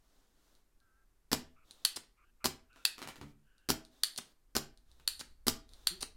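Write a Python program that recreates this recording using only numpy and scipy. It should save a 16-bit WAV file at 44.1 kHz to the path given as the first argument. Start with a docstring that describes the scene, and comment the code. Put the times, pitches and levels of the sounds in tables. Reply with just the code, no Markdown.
"""Desoldering pump on a workbench

A small room: a spring-loaded pump is fired five times on a circuit board and cocked again after each shot.
A shot is filtered noise for the rush of spring and plunger, a hard crack for the slam and a ringing bench thump.
Cocking is a ringing latch click, then the rod slides home. Things are nudged on the bench, modes ringing at each
knock. Behind it lie a faint squeak, soft swishes, hiss, rumble and a mains hum that grows near the end."""
import sys
import numpy as np
from scipy import signal
from scipy.fft import rfft, irfft, next_fast_len
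from scipy.io import wavfile

SR = 44100
rng = np.random.default_rng(int(sys.argv[2]) if len(sys.argv) > 2 else 0)


def master(y):
    """Save y as 16-bit WAV."""
    cut = np.clip(np.atleast_2d(y).T, -1, 1)
    pcm = np.round(cut * 32767)  # scale
    wavfile.write(sys.argv[1], SR, pcm.astype(np.int16))


N = 271656
TIME = np.arange(N) / SR
FREQS = np.fft.rfftfreq(4096, 1 / SR)  # Hz, the grid on which filters are drawn
RING = SR // 2  # samples kept of each blow


def amp(db):
    """Decibels to gain."""
    return 10 ** (np.asarray(db) / 20)


def unit(x):
    """Scales a sound to energy 1."""
    return x / np.sqrt(np.sum(x ** 2) + 1e-20)


def read(points, hz):
    """Reads a spectrum table on a log-frequency axis."""
    f, value = np.transpose(points)
    return np.interp(np.log(hz + 1), np.log(f + 1), value)


def level(curve):
    """A table of time_s, level_db as a gain for every sample."""
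    return amp(np.interp(TIME, *np.transpose(curve)))


def add(mix, start_s, sound):
    """Mixes a sound in at a time."""
    part = mix[max(round(start_s * SR), 0):][:len(sound)]
    part += sound[:len(part)]


def tint(x, db, tilt_db=0):
    """Passes x through a minimum-phase filter with gain db on FREQS, tilted per octave about 4 kHz; energy 1."""
    db = db + tilt_db * np.log2(np.maximum(FREQS, 500) / 4000)
    log_gain = np.log(amp(np.r_[db, db[-2:0:-1]]))
    response = np.exp(np.conj(signal.hilbert(log_gain)))
    taps = np.fft.ifft(response).real[:len(FREQS)]
    return unit(signal.fftconvolve(x, taps))


def noise(colour):
    """Steady noise of rms 1 with a given spectrum."""
    size = next_fast_len(N)
    gain = amp(read(colour, np.fft.rfftfreq(size, 1 / SR)))
    spectrum = rfft(rng.standard_normal(size)) * gain
    return unit(irfft(spectrum, size)[:N]) * np.sqrt(N)


def resonance(hz, width_hz):
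    """The gain of one resonance on FREQS."""
    return 1 / (1 + 2 * ((FREQS - hz) / width_hz) ** 2)


def crack(decay_s):
    """One hard contact: a millisecond or two of chatter with a nearly even spectrum."""
    t = np.arange(512) / SR
    shape = t / decay_s * np.exp(-t / decay_s)
    x = rng.standard_normal(len(t))
    # squash and shape the chatter, then flatten its spectrum, in turns
    for _ in range(4):
        spectrum = rfft(np.tanh(x / x.std()) * shape)
        x = irfft(spectrum / (abs(spectrum) + 1e-12))
    return unit(x * shape ** .5)


def scrape(length_s, grain_db, swell_db=0):
    """Rattling contact: lumpy noise that may swell or sink by swell_db and stops with the stroke."""
    t = np.arange(2048) / SR
    lumps = np.interp(t, np.linspace(0, t[-1], num=48), rng.standard_normal(size=48))
    gate = np.clip(np.minimum(t, length_s - t) / 0.00027, 0, 1)
    swell = swell_db * np.minimum(t / length_s, 1)
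    return unit(rng.standard_normal(len(t)) * amp(grain_db * lumps + swell) * gate)


def ring(modes, spread_db):
    """Dying modes; each blow lands elsewhere, so their levels and pitches are drawn anew."""
    t = np.arange(RING) / SR
    out = np.zeros(RING)
    for hz, db, t60 in modes:
        level_draw, pitch_draw = rng.standard_normal(2)
        decay = amp(db + spread_db * level_draw - 60 * t / t60)
        out += decay * np.sin(2 * np.pi * hz * (1 + 0.0095 * pitch_draw) * t)
    return unit(out)


# reverberation time of the small room: pitch_hz, t60_s
ROOM_DECAY = [(100, 0.39), (260, 0.39), (700, 0.3), (1840, 0.31), (4850, 0.26), (9000, 0.2), (15000, 0.17)]
# colour of its tail: pitch_hz, level_db
ROOM_TINT = [(60, -3.5), (250, -4.5), (600, -2), (1100, -4.5), (2400, 2), (4500, -5), (7000, 0.5),
             (11000, -0.5), (15000, 0)]
ECHO_S = 0.0079  # off the nearest surface


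def room(x, wet_db, echo_db=-13, build_s=0.003):
    """One near echo, then a diffuse tail whose treble dies first; drawn anew for each blow, as the hands move."""
    hz, t, z = signal.stft(rng.standard_normal(RING), SR, nperseg=256)
    decay_db = -60 * t / read(ROOM_DECAY, hz)[:, None]
    z = z * amp(read(ROOM_TINT, hz)[:, None] + decay_db)
    tail = signal.istft(z, SR, nperseg=256)[1]
    build = np.minimum(np.arange(len(tail)) / SR / build_s, 1)
    response = amp(wet_db) * unit(tail * build)
    response[0] += 1  # direct sound
    add(response, ECHO_S, amp(echo_db) * np.ones(1))
    return signal.fftconvolve(x, response)


# hiss spectrum: pitch_hz, density_db (dB per Hz)
HISS_COLOUR = [(20, 11.5), (60, -3), (150, -5.5), (300, -2.5), (600, -11.5), (1500, -13), (3000, -19.5),
               (8000, -19.5), (14500, -21.5), (16000, -33.5)]
# rumble before its lift: time_s, level_db
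RUMBLE_LEVEL = [(0.0, -75.5), (1.11, -72.5), (4.42, -74.5), (4.54, -69.5), (6.15, -63)]
# rumble spectrum: pitch_hz, density_db (dB per Hz)
RUMBLE_SPECTRUM = [(10, 5.5), (42, 0.5), (60, -11), (85, -13), (160, -25.5), (600, -60.5)]
# mains hum, louder near the end: time_s, level_db (rms)
HUM_LEVEL = [(0, -90.5), (4.865, -89.5), (4.885, -68), (6.16, -71.5)]
HISS_DB, RUMBLE_LIFT_DB, MAINS_HZ = -77, 4, 60
SWAY_DB, SWAY_T60_S = -51.5, .45  # the bench sways after each shot


def background():
    """Faint hiss, mains hum, and a low rumble that jumps after each shot and dies away."""
    hiss = amp(HISS_DB) * noise(HISS_COLOUR)
    sway = np.zeros(N)
    for slam_s, *_ in SHOT_LIST:
        sway += (TIME > slam_s) * amp(SWAY_DB - 60 * abs(TIME - slam_s) / SWAY_T60_S)
    rumble = (amp(RUMBLE_LIFT_DB) * level(RUMBLE_LEVEL) + sway) * noise(RUMBLE_SPECTRUM)
    hum = level(HUM_LEVEL) * np.sqrt(2) * np.sin(2 * np.pi * MAINS_HZ * TIME)
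    return hiss + rumble + hum


# two close lines of a thin squeak: pitch_hz, level_db (rms)
SQUEAK_LINES = [(1330, -83), (1570, -80.5)]
SQUEAK_S, SQUEAK_LENGTH_S = .8, .25
WARBLE_HZ, WARBLE_SHARE, SQUEAK_WIDTH_HZ = 4.7, 0.021, 25  # share of the pitch; width of each line


def squeak():
    """Two thin lines with randomly drifting phase that warble together."""
    out = np.zeros(N)
    t = np.arange(round(SQUEAK_LENGTH_S * SR)) / SR
    bend = 1 + WARBLE_SHARE * np.cos(2 * np.pi * WARBLE_HZ * t)
    gate = signal.windows.tukey(len(t), .15)
    for hz, db in SQUEAK_LINES:
        drift = np.cumsum(rng.standard_normal(len(t))) * np.sqrt(2 * np.pi * SQUEAK_WIDTH_HZ / SR)
        tone = np.sin(2 * np.pi * np.cumsum(hz * bend) / SR + drift)
        add(out, SQUEAK_S, amp(db) * np.sqrt(2) * gate * tone)
    return out


# faint two-toned swishes between the strokes: start_s, length_s, lower_band_hz, level_db
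SWISH_LIST = [(1.546, 0.11, 1300, -74), (2.164, 0.091, 1260, -73), (2.216, 0.1, 1510, -81),
              (2.398, .06, 1287, -68), (2.681, 0.17, 1407, -70), (3.421, 0.3, 1550, -79.5)]
SWISH_WIDTH_HZ, OVERTONE_RATIO, OVERTONE_DB = 330, 1.86, -7.5


def swishes():
    """Short stretches of soft noise in a narrow band and its overtone."""
    out = np.zeros(N)
    for start_s, length_s, hz, db in SWISH_LIST:
        gate = signal.windows.tukey(round(length_s * SR), .4)
        lower = resonance(hz, SWISH_WIDTH_HZ) ** 2
        upper = resonance(hz * OVERTONE_RATIO, SWISH_WIDTH_HZ * OVERTONE_RATIO) ** 2
        bands_db = 20 * np.log10(lower + amp(OVERTONE_DB) * upper + 1e-5)
        swish = tint(rng.standard_normal(len(gate)) * gate, bands_db)
        add(out, start_s, amp(db) * np.sqrt(len(gate)) * swish)
    return out


# plunger pushed before each latch click and held after it: push_s, hold_s, rub_db
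PUSH_LIST = [(0.22, 0.215, -70.5), (0.13, 0.483, -71), (0.15, .31, -71.5), (0.23, 0.268, -76),
             (0.2, 0.24, -69)]
# the board shifted under the hand at the start: middle_s, length_s, level_db
SHIFT_LIST = [(0.173, 0.48, -75), (0.492, 0.34, -73.5)]
# rubbing spectrum: pitch_hz, density_db (dB per Hz)
RUB_SPECTRUM = [(60, -13.5), (280, 5.5), (600, 0), (1400, -3), (2400, -10.5), (3700, -4.5), (6500, -7.5),
                (9000, -11.5), (16000, -16)]
PUSH_RISE_S, LET_GO_S, HOLD_DB = 0.055, 0.027, -0.5
SEAL_HZ, SEAL_WIDTH_HZ, SEAL_DB = 3650, 450, -6.5  # the piston's seal sings in the barrel


def rubbing():
    """The piston rubs along the barrel on every cocking stroke; at first the board rustles under the hand."""
    piston, push, hand = np.zeros(N), np.zeros(N), np.zeros(N)
    for (click_s, *_), (push_s, hold_s, db) in zip(LATCH_LIST, PUSH_LIST):
        t = TIME - click_s
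        gate = np.minimum((t + push_s) / PUSH_RISE_S, (hold_s - t) / LET_GO_S)
        stroke = amp(db) * np.clip(gate, 0, 1)
        piston += stroke * np.where(t < 0, 1, amp(HOLD_DB))
        push += stroke * (t < 0)
    for middle_s, length_s, db in SHIFT_LIST:
        hand += amp(db) * np.cos(np.pi * np.clip((TIME - middle_s) / length_s, -.5, .5))
    seal_db = 20 * np.log10(resonance(SEAL_HZ, SEAL_WIDTH_HZ) + 1e-5)
    seal = tint(rng.standard_normal(N), seal_db)[:N] * np.sqrt(N)
    return (piston + hand) * noise(RUB_SPECTRUM) + amp(SEAL_DB) * push * seal


# the housing judders briefly as it is dragged on the bench
JUDDER_S, JUDDER_LENGTH_S, JUDDER_DB, OCTAVE_DB = 5.906, 0.063, -52.5, -0.5
JUDDER_HZ, JUDDER_RISE_HZ_PER_S = 163.5, 620


def judder():
    """Quick sticking and slipping: a low tone and its octave that swell, rise a little and fade."""
    out = np.zeros(N)
    t = np.arange(round(JUDDER_LENGTH_S * SR)) / SR
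    angle = 2 * np.pi * np.cumsum(JUDDER_HZ + JUDDER_RISE_HZ_PER_S * t) / SR
    swell = np.sin(np.pi * (t / JUDDER_LENGTH_S) ** 0.57)
    tones = np.sin(angle) + amp(OCTAVE_DB) * np.sin(2 * angle)
    add(out, JUDDER_S, room(amp(JUDDER_DB) * swell * tones, wet_db=-5))
    return out


# tools and board knock on the bench, one edge and then the other:
# start_s, first_db, gap_s, second_db, thump_db, brightness_db_per_octave
KNOCK_LIST = [(2.7602, -33.5, 0.014, -52, -61, -1), (2.981, -25, 0.01, -25.5, -48, 0.5),
              (3.0176, -20, .0087, -18.5, -41, 0), (3.0741, -19.5, .0128, -21, -46, 1),
              (3.1576, -29, .008, -37, -39, 0.5), (3.2129, -24, 0.014, -37.5, -34, -1),
              (4.9983, -39, 0.0095, -61, -48, 0.5)]
# dull bumps of the housing on the bench: start_s, level_db
BUMP_LIST = [(3.0581, -28), (3.186, -28.5), (3.2147, -22), (3.2422, -26.5), (3.29, -34.5)]
# spectrum of a knock: pitch_hz, density_db (dB per Hz)
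KNOCK_COLOUR = [(60, -9), (200, 1.5), (380, 6), (560, -1), (800, 0.5), (1300, 2), (2400, -4.5),
                (4000, -4.5), (7000, -11.5), (11000, -15.5), (16000, -22.5)]
# the circuit board: pitch_hz, level_db, t60_s
BOARD = [(660, -12, 0.15), (805, -5, 0.058), (940, -2.5, 0.13), (1070, -1, .1), (1185, -2.5, .08),
         (1402, -5, 0.19), (1554, -4, 0.06), (2900, -4.5, 0.055)]
# the housing that holds the board, rocking on the bench: pitch_hz, level_db, t60_s
HOUSING = [(78.6, -9, 0.2), (109, -9, 0.18), (145.2, -2.5, 0.35), (212, -2.5, .22), (285, -4.5, 0.13),
           (383.6, -9, 0.088)]


def handling():
    """Tools and board land on one edge, then the other, and chatter on briefly; the housing rocks."""
    out, colour = np.zeros(N), read(KNOCK_COLOUR, FREQS)
    for start_s, first_db, gap_s, second_db, thump_db, tilt_db in KNOCK_LIST:
        knock = np.zeros(RING)
        for at, db in ((0, first_db), (gap_s, second_db)):
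            chatter = scrape(length_s=.03, grain_db=3.5, swell_db=-7.5)
            add(knock, at, amp(db - 12) * ring(BOARD, spread_db=0.5))
            add(knock, at, amp(db - 1.5) * tint(crack(decay_s=0.00057), colour, tilt_db))
            add(knock, at, amp(db - 3.0) * tint(chatter, colour, tilt_db))
        add(knock, 0, amp(thump_db) * ring(HOUSING, spread_db=2.5))
        add(out, start_s, room(knock, wet_db=-4.0))
    for start_s, db in BUMP_LIST:
        add(out, start_s, room(amp(db) * ring(HOUSING, spread_db=4.0), wet_db=2.0))
    return out


# the bench top: pitch_hz, level_db, t60_s
BENCH = [(79, -5, 0.25), (147.2, -8.5, 0.31), (230, -9, 0.021), (254.8, 3, 0.19), (253, -15.5, 0.41),
         (311.6, -10, 0.22), (392, -14.5, 0.25), (426, -8, 0.11), (653, -19.5, 0.49), (800, -19.5, 0.4)]
# spectrum of a push on the bench: pitch_hz, density_db (dB per Hz)
THUMP_COLOUR = [(25, -30.5), (80, -0.5), (150, 0.5), (260, 10.5), (400, 5), (620, -9), (1500, -35),
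                (5000, -75)]


def thump(ring_db):
    """A low push on the bench, after which its top rings."""
    top = amp(ring_db) * ring(BENCH, spread_db=1.5)
    add(top, 0, tint(np.ones(1), read(THUMP_COLOUR, FREQS)))
    return unit(top)


# the pump's barrel and spring: pitch_hz, width_hz, level_db
PUMP = [(3940, 150, -9), (4440, 420, 4), (6280, 220, -14.5), (7450, 520, -10), (8967, 250, -1),
        (10600, 1100, -11), (12100, 520, -11)]


def pump_gain(pitch):
    """The gain of the pump's resonances on FREQS, all moved by one pitch ratio."""
    return np.sqrt(sum((amp(db) * resonance(hz * pitch, width)) ** 2 for hz, width, db in PUMP))


SPRING_T60_S = .42  # ringing freely


def spring(pitch, t60):
    """The spring's many close modes ring on in clusters: dying noise through the pump's resonances."""
    t = np.arange(RING) / SR
    dying = rng.standard_normal(len(t)) * amp(-60 * t / t60)
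    return tint(dying, 20 * np.log10(pump_gain(pitch) + 1e-5))


# the rod slides home: start_s, length_s, slide_db, end_stop_db
SLIDE_LIST = [(1.96, 0.012, -12, -20.5), (4.1756, .0123, -10, -19), (5.194, 0.018, -15, -22),
              (6.007, 0.013, -17, -34), (6.0237, 0.0063, -9.5, -16)]
# small ticks of the pump's metal parts: start_s, level_db
TICK_LIST = [(0.551, -45.5), (0.802, -51), (1.7093, -26.5), (2.73, -47), (3.581, -45.5), (3.85, -33.5),
             (4.161, -24), (4.774, -40), (4.915, -41.5), (5.691, -39.5), (5.735, -32.5)]
# spectrum of sliding metal: pitch_hz, density_db (dB per Hz)
SLIDE_COLOUR = [(100, -15.5), (700, -11.5), (2300, -18.5), (3300, -7), (4400, 1.5), (5200, -3.5),
                (8000, -9), (9300, 0), (10500, -13.5), (12600, -15), (16000, -24.5)]


def slides():
    """The rod slides home against its stop; small metal parts tick as the pump is held."""
    out, colour = np.zeros(N), read(SLIDE_COLOUR, FREQS)
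    for start_s, length_s, slide_db, stop_db in SLIDE_LIST:
        slide = np.zeros(RING)
        rattle = scrape(length_s, grain_db=2.5, swell_db=3)
        stop = tint(crack(decay_s=0.00032), read(KNOCK_COLOUR, FREQS))
        add(slide, 0, amp(slide_db) * tint(rattle, colour))
        add(slide, length_s, amp(stop_db) * stop)
        add(slide, length_s, amp(stop_db - 13.5) * thump(ring_db=19))
        add(slide, length_s, amp(slide_db - 29.5) * spring(1, SPRING_T60_S))
        add(out, start_s, room(slide, wet_db=-7.5))
    tick_colour = 20 * np.log10(amp(colour) + 1.4 * resonance(4000, 520))
    for start_s, db in TICK_LIST:
        tick = tint(crack(decay_s=0.0007), tick_colour, tilt_db=-0.1)
        add(out, start_s, room(amp(db) * tick, wet_db=-4.5))
    return out


# one row a latch click:
# click_s, click_db, spring_ring_db, pitch_ratio, brightness_db_per_octave, barrel_db
LATCH_LIST = [(1.8503, 2.5, -24.5, 1.017, -1, -18), (2.852, 2.5, -34.5, 1.027, -1.5, -4.5),
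              (4.035, 1.5, -17, 1.01, -1, -33.5), (5.0768, -1, -15.5, 0.997, -0.5, -15.5),
              (5.871, 1.5, -36, 0.98, -1, -32)]
# spectrum of the catch: pitch_hz, density_db (dB per Hz)
LATCH_COLOUR = [(100, -37.5), (650, -32), (1200, -17.5), (1900, -15), (2250, -25), (2900, -12), (3800, -6),
                (4900, -15), (5600, -14), (8000, -20), (12200, -14.5), (13300, -23), (16000, -22)]
BARREL_HZ, BARREL_WIDTH_HZ = 2600, 150
LEAD_S = .0012  # from tripping the catch to its snap


def latches():
    """The plunger trips the catch, the catch snaps in, and barrel and spring ring."""
    out = np.zeros(N)
    for click_s, click_db, ring_db, pitch, tilt_db, barrel_db in LATCH_LIST:
        click = np.zeros(RING)
        catch = amp(read(LATCH_COLOUR, FREQS))
        barrel = amp(barrel_db) * resonance(BARREL_HZ, BARREL_WIDTH_HZ)
        colour = 10 * np.log10(catch ** 2 + pump_gain(pitch) ** 2 + barrel ** 2)
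        add(click, 0, amp(click_db - 14) * tint(crack(decay_s=.0003), colour, tilt_db))
        add(click, LEAD_S, amp(click_db) * tint(crack(decay_s=.0007), colour, tilt_db))
        # the coils buzz briefly against the barrel, then ring on freely
        add(click, LEAD_S, amp(click_db - 18.5) * spring(pitch, t60=.11))
        add(click, LEAD_S, amp(ring_db) * spring(pitch, SPRING_T60_S))
        add(out, click_s - LEAD_S, room(click, wet_db=-7.0))
    return out


# one row a shot: slam_s, slam_db, rush_db, bench_thump_db, brightness_db_per_octave
SHOT_LIST = [(1.33, -1.5, -7.5, -3.5, 0.5), (2.4567, -2, -6.5, -8, 1), (3.7023, -1.5, -5.5, -3, 1.5),
             (4.5655, -2.5, -9, -6.5, 1.5), (5.4815, 0.5, -7.5, -3.5, 2)]
# spectrum of the slam: pitch_hz, density_db (dB per Hz)
SLAM_COLOUR = [(60, -12.5), (300, -14), (650, 5), (1000, 9.5), (1500, 5), (2100, -14.5), (3000, 3),
               (4000, 3.5), (4900, 8.5), (6200, -2), (7600, 2.5), (9500, -6.5), (13000, -4.5), (16000, -12)]
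# spectrum of the rush: pitch_hz, density_db (dB per Hz)
RUSH_COLOUR = [(60, -14), (300, 6.5), (800, 1.5), (1400, 3.5), (2100, 0), (3300, -4), (4400, 3), (5500, 3),
               (6500, -5), (9000, -7.5), (12000, -6.5), (16000, -15)]
TRAVEL_S, REBOUND_S = .0143, .0019


def shots():
    """The trigger lets go, the pump recoils, the plunger flies back and slams into its stop."""
    out = np.zeros(N)
    rush_colour, slam_colour = read(RUSH_COLOUR, FREQS), read(SLAM_COLOUR, FREQS)
    for slam_s, slam_db, rush_db, thump_db, tilt_db in SHOT_LIST:
        shot = np.zeros(RING)
        release = tint(crack(decay_s=0.00062), rush_colour, tilt_db)
        rush = tint(scrape(TRAVEL_S, grain_db=3.0), rush_colour, tilt_db)
        add(shot, .0005, amp(rush_db - 5.5) * release)
        add(shot, .001, amp(rush_db + 0.5) * rush)
        add(shot, .001, amp(thump_db - 6.5) * thump(ring_db=10.5))
        # the recoiling nozzle strikes the board halfway through the stroke
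        nozzle = tint(crack(decay_s=.0006), read(KNOCK_COLOUR, FREQS), tilt_db=-12.5)
        add(shot, TRAVEL_S / 2, amp(thump_db - 11.0) * nozzle)
        add(shot, TRAVEL_S / 2, amp(slam_db - 23) * ring(BOARD, spread_db=8.5))
        slam = tint(crack(decay_s=0.0007), slam_colour, tilt_db)
        add(shot, TRAVEL_S, amp(slam_db) * slam)
        add(shot, TRAVEL_S, amp(thump_db) * thump(ring_db=-3.5))
        # the plunger rebounds at once and strikes again
        rebound = tint(crack(decay_s=.0005), slam_colour, tilt_db + 1)
        add(shot, TRAVEL_S + REBOUND_S, amp(slam_db - 8.5) * rebound)
        # the spring shudders against the barrel after the slam
        shudder = tint(scrape(length_s=0.017, grain_db=4.0), rush_colour, tilt_db + 0.29)
        add(shot, TRAVEL_S + .003, amp(slam_db - 7.5) * shudder)
        add(out, slam_s - TRAVEL_S, room(shot, wet_db=-8.5))
    return out


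def scene():
    """Pump and bench in the room, over the background."""
    behind = background() + squeak() + swishes()
    bench = rubbing() + judder() + handling()
    pump = slides() + latches() + shots()
    return (behind + bench + pump)[None]


EDGE_HZ = 16100


def record(dry):
    """The recorder's band limit: one channel through a steep low-pass."""
    low_pass = signal.firwin(511, EDGE_HZ, window=("kaiser", 9), fs=SR)
    return signal.oaconvolve(dry, low_pass[None], "same")


dry = scene()
out = record(dry)
master(out)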